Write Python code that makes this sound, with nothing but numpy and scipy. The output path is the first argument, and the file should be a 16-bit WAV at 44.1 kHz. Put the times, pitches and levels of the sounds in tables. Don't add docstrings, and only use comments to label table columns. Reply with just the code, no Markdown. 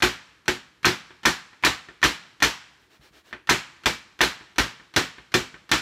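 import sys
import numpy as np
from scipy import signal
from scipy.io import wavfile
from scipy.ndimage import uniform_filter1d

SR = 44100
rng = np.random.default_rng(int(sys.argv[2]) if len(sys.argv) > 2 else 0)


def bounce(signal):
    frames = np.transpose(np.atleast_2d(signal))
    limited = np.clip(frames, -1, 1)
    pcm = np.round(limited * 32767).astype(np.int16)
    wavfile.write(sys.argv[1], SR, pcm)


N = 256573
EDGES_HZ = 30 * 2 ** np.arange(0, 9.3, 0.4)


def from_db(db):
    return 10 ** (np.asarray(db) / 20)


def energy_from_db(db):
    return from_db(2 * np.asarray(db))


def rms_one(x):
    return x / np.sqrt(np.mean(x ** 2) + 1e-20)


def at_hz(points, hz, column=1):
    points = np.array(points)
    return np.interp(np.log(hz), np.log(points[:, 0]), points[:, column])


def filtered(x, order, hz, kind="low"):
    return signal.sosfilt(signal.butter(order, hz, kind, fs=SR, output="sos"), x)


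def clicks(times, sizes):
    out = np.full(N, 1e-18)
    np.add.at(out, (np.asarray(times) * SR).astype(int), sizes)
    return out


def ring(x, hz, t60):
    r = from_db(-60 / (t60 * SR))
    w = 2 * np.pi * hz / SR
    return signal.lfilter([0, np.sin(w)], [1, -2 * r * np.cos(w), r * r], x)


def noise_bands():
    white = rng.standard_normal((2, N))
    for k, (low, high) in enumerate(zip(EDGES_HZ, EDGES_HZ[1:])):
        yield np.sqrt(low * high), filtered(white[k % 2], 2, [low, high], "band")


def coloured(spectrum):
    return rms_one(sum(from_db(at_hz(spectrum, hz)) * band for hz, band in noise_bands()))


def spread(energy, seconds):
    r = np.exp(-1 / (seconds * SR))
    return signal.lfilter([1 - r], [1, -r], energy)


def dying(energy, t60):
    return signal.lfilter([1], [1, -from_db(-120 / (t60 * SR))], energy)


EDGE_WEIGHT_DB, SLAP_HARDNESS_DB = -19, -5.5
CORNER, TOUCH, EARLY_CLICK = (4.64, -4.5), (-9.5, -0.58), (0.32, -1.5)  # (hardness dB, weight dB)
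EARLY_CLICK_LEAD_S, EARLY_CLICK_DB = 0.0232, -26.5
# edge landing in seconds, edge level in dB, edge hardness in dB,
# corner delay after the edge in seconds, corner level in dB, slap delay after the edge in seconds,
# slap level in dB, slap weight in dB.
BLOWS = [(0.0229, -5, -1.5, 0.0038, -9.5, 0.012, -16.5, 9.5),
         (0.4804, -11.5, -3, 0.00022, -15.5, 0.0059, -26, 15.5),
         (0.8461, -5, -30, .0076, -8, 0.022, -11.5, 4), (1.2531, -4.5, -33, 0.0029, -7.5, .016, -17, 6),
         (1.6370, -8.5, -11, 0.012, -7.5, 0.027, -10, 1), (2.029, -6, -5.5, .011, -7.5, 0.018, -11.5, 3.5),
         (2.4224, -7, -12, 0.0037, -6.5, .0173, -10.5, -0.5),
         (3.4914, -5.5, -41, 0.0044, -7, 0.018, -9.5, -0.5), (3.858, -10, -7, 0.00083, -12, 0.0043, -17, 7),
         (4.2068, -5, -11, .0069, -7, 0.012, -10.5, 2.5),
         (4.583, -8, 2, 0.00013, -13.5, 0.0032, -12.5, 5.5), (4.9622, -10, -6, .0004, -9, .007, -10.5, 3),
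         (5.3407, -11.5, 0.5, 0.0016, -11.5, 0.0083, -16, 10.5),
         (5.7151, -9, -6, 0.00028, -7.5, .0075, -7.5, -2.5)]
# time in seconds, level in dB.
TOUCHES = [(1.105, -40), (1.53, -44), (1.887, -35.5), (2.252, -49), (3.31, -44), (3.328, -27.5),
           (4.062, -50.5), (4.409, -39), (4.798, -41.5), (5.182, -37.5), (5.542, -35.5)]


def all_onsets():
    rows = [(s, db, *TOUCH) for s, db in TOUCHES]
    for edge_s, edge_db, hardness_db, corner_delay, corner_db, slap_delay, slap_db, weight_db in BLOWS:
        corner_s = edge_s + corner_delay
        rows.append((edge_s, edge_db, hardness_db, EDGE_WEIGHT_DB))
        rows.append((corner_s, corner_db, *CORNER))
        rows.append((edge_s + slap_delay, slap_db, SLAP_HARDNESS_DB, weight_db))
        rows.append((corner_s - EARLY_CLICK_LEAD_S, corner_db + EARLY_CLICK_DB, *EARLY_CLICK))
    return np.transpose(rows)


def strike_db(hz):
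    _, strength_db, hardness_db, weight_db = all_onsets()
    treble = np.clip(np.log2(hz / 2500) / 0.8, 0, 1.6)
    bass = np.clip(np.log2(800 / hz) / 0.3, 0, 1)
    return strength_db + treble * hardness_db + bass * weight_db


CONTACT_HZ = 7300
# frequency in Hz, level in dB, t60 in seconds.
MODES = [(57.5, -17, 0.14), (118.3, -26.5, 0.26), (168.9, -23, 0.26), (212, -35.5, 0.3),
         (258.2, -24.5, 0.31), (324.8, -15, 0.073), (363, -15, 0.13), (700, -65, .1), (750, -31.5, 0.3),
         (1017, -23.5, 0.15), (1320, -30, 0.033), (1383, -20, 0.096), (1555, -19.5, 0.099),
         (1700, -22, 0.0099), (1811, -11.5, 0.076), (1950, -43.5, 0.021), (2173, -29, 0.09),
         (2305, -30.5, 0.38), (2422, -18, 0.066), (2570, -30, 0.036), (3010, -19, 0.011),
         (3486, -11, 0.021), (4220, -19, 0.095), (875, -27.5, 0.099), (2620, -39.5, 0.029),
         (3180, -28, 0.063), (3916, -22, 0.065), (5100, -22, 0.037), (5880, -19, 0.049), (6280, -24, 0.075)]


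def ringing_modes():
    times = all_onsets()[0]
    spot = rng.normal(0, 1, (len(times), len(MODES)))
    out = np.zeros(N)
    for k, (hz, level_db, t60) in enumerate(MODES):
        push = from_db(strike_db(hz) + level_db) * (1 + 0.7 * spot[:, k])
        out += ring(clicks(times, push), hz, t60)
    return filtered(out, 3, CONTACT_HZ)


def crack():
    click = clicks(all_onsets()[0], from_db(strike_db(16000) - 4.5))
    return filtered(click, 2, 4000, "high")


RATTLE_HZ, RATTLE_DB = 300, 2.5


def rattle():
    swing = filtered(rng.standard_normal(N), 2, RATTLE_HZ)
    energy = energy_from_db(RATTLE_DB * rms_one(swing))
    return energy / energy.mean()


# frequency in Hz, level in dB over the shudder.
KNOCK = [(300, -3), (1500, 5.5), (4000, 1.5), (12000, -1.5)]
KNOCK_T60_S = 0.048


def knock(blow, hz):
    return energy_from_db(at_hz(KNOCK, hz)) * dying(blow, KNOCK_T60_S)


BUILD_UP_S = 0.0055
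# frequency in Hz, kitchen level in dB over the shudder, kitchen t60
# in seconds, level of the rooms beyond in dB over the shudder, their t60 in seconds.
ROOM = [(50, 1.5, 0.16, -25, 0.59), (150, -2, 0.1, -20, 1.0), (352, -0.5, 0.2, -26.5, 0.47),
        (600, -2.5, 0.21, -26.5, 1), (1170, -6, 0.32, -26.5, 1), (2500, -5.5, 0.3, -26, 0.93),
        (6920, -1, 0.26, -23, 0.77), (9900, -7.5, 0.24, -31, 0.16), (15000, 0, 0.22, -31.5, 0.54)]


def reverberation(blow, hz):
    near_db, near_t60, far_db, far_t60 = (at_hz(ROOM, hz, column) for column in range(1, 5))
    late = spread(blow, BUILD_UP_S)
    kitchen = energy_from_db(near_db) * dying(late, near_t60)
    rooms_beyond = energy_from_db(far_db) * dying(late, far_t60)
    return kitchen + rooms_beyond


SHUDDER_DB = 1
RISE_CYCLES = 0.7
# frequency in Hz, level in dB per Hz.
SHUDDER = [(18, -42), (30, -13), (323, 0), (593, -6), (1660, 0), (1800, 3.5), (2000, -5.5), (2340, 0.5),
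           (4070, -6.5), (6050, -15), (10300, -26.5), (12700, -22.5), (15200, -38.5), (16500, -40.5)]
# frequency in Hz, t60 in seconds.
SHUDDER_T60 = [(40, 0.25), (300, 0.18), (2000, 0.11), (6000, 0.076), (15000, 0.016)]


def shudder_and_room():
    times = all_onsets()[0]
    chatter = rattle()
    colour_db = 0.75 * rng.standard_normal((len(times), len(EDGES_HZ)))
    out = np.zeros(N)
    for k, (hz, band) in enumerate(noise_bands()):
        impact = clicks(times, energy_from_db(strike_db(hz) + colour_db[:, k]))
        blow = spread(impact, RISE_CYCLES / hz)
        shudder = chatter * dying(blow, at_hz(SHUDDER_T60, hz))
        energy = shudder + knock(blow, hz) + reverberation(blow, hz)
        out += from_db(at_hz(SHUDDER, hz) + SHUDDER_DB) * band * np.sqrt(energy)
    return out


# delay behind the direct sound in seconds, level in dB.
ECHOES = [(.0047, -29.5), (.0095, -11), (0.0141, -13.5), (.022, -13)]


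def echoes(x):
    out = x.copy()
    for delay_s, echo_db in ECHOES:
        lag = int(delay_s * SR)
        out[lag:] += from_db(echo_db) * x[:N - lag]
    return out


def tray():
    return echoes(ringing_modes() + crack()) + shudder_and_room()


STROKES_END_S = 3.335
RUB_POWER = 1.2
# start in seconds, rubbing level in dB at full speed,
# level in dB of the bump at the turn that starts it.
STROKES = [(2.775, -64.5, -85), (2.886, -57.5, -79), (2.995, -54.5, -47.5), (3.109, -55, -54),
           (3.23, -55.5, -69)]
# frequency in Hz, relative level in dB per Hz.
SLIDE_COLOUR = [(120, -21), (330, -4.5), (700, -9.5), (1600, -7), (4000, -10.5), (10000, -27), (13000, -31),
                (16500, -23)]


def sliding():
    starts, rub_db, bump_db = np.transpose(STROKES)
    turns = np.append(starts, STROKES_END_S)
    count = np.interp(np.arange(N) / SR, turns, np.arange(len(turns)))
    speed = np.abs(np.sin(np.pi * count))
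    stroke = np.minimum(count.astype(int), len(starts) - 1)
    rubbing = from_db(rub_db[stroke]) * speed ** RUB_POWER * coloured(SLIDE_COLOUR)
    bump = clicks(starts, from_db(bump_db))
    return rubbing + ring(bump, 140, 0.053) + ring(bump, 59, 0.1)


AIR_DB = -66
# frequency in Hz, relative level in dB per Hz.
AIR = [(25, -4.5), (60, 9.5), (240, -0.5), (350, 10.5), (520, -10), (1500, -4), (3400, -15.5), (8000, -18),
       (10500, -25.5), (13000, -17.5), (16000, -37)]


def air():
    return from_db(AIR_DB) * coloured(AIR)


def scene():
    return (tray() + echoes(sliding()) + air())[None]


BASS_CUT_HZ, CUTOFF_HZ = 49, 16800
LIMIT_DB, RELEASE_DB_PER_S = -5, 316
TOP = 0.6


def record(dry):
    dry = filtered(dry, 4, BASS_CUT_HZ, "high")
    fall_db = RELEASE_DB_PER_S * np.arange(N) / SR
    over_db = np.maximum(20 * np.log10(np.abs(dry) + 1e-9) - LIMIT_DB, 0)
    held_db = np.maximum.accumulate(over_db + fall_db, axis=1) - fall_db
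    ahead_db = uniform_filter1d(np.roll(held_db, -22, axis=1), size=45, axis=1)
    limited = TOP * np.tanh(dry * from_db(-ahead_db) / TOP)
    return signal.sosfilt(signal.cheby2(12, 70, CUTOFF_HZ, fs=SR, output="sos"), limited)


dry = scene()
out = record(dry)
bounce(out)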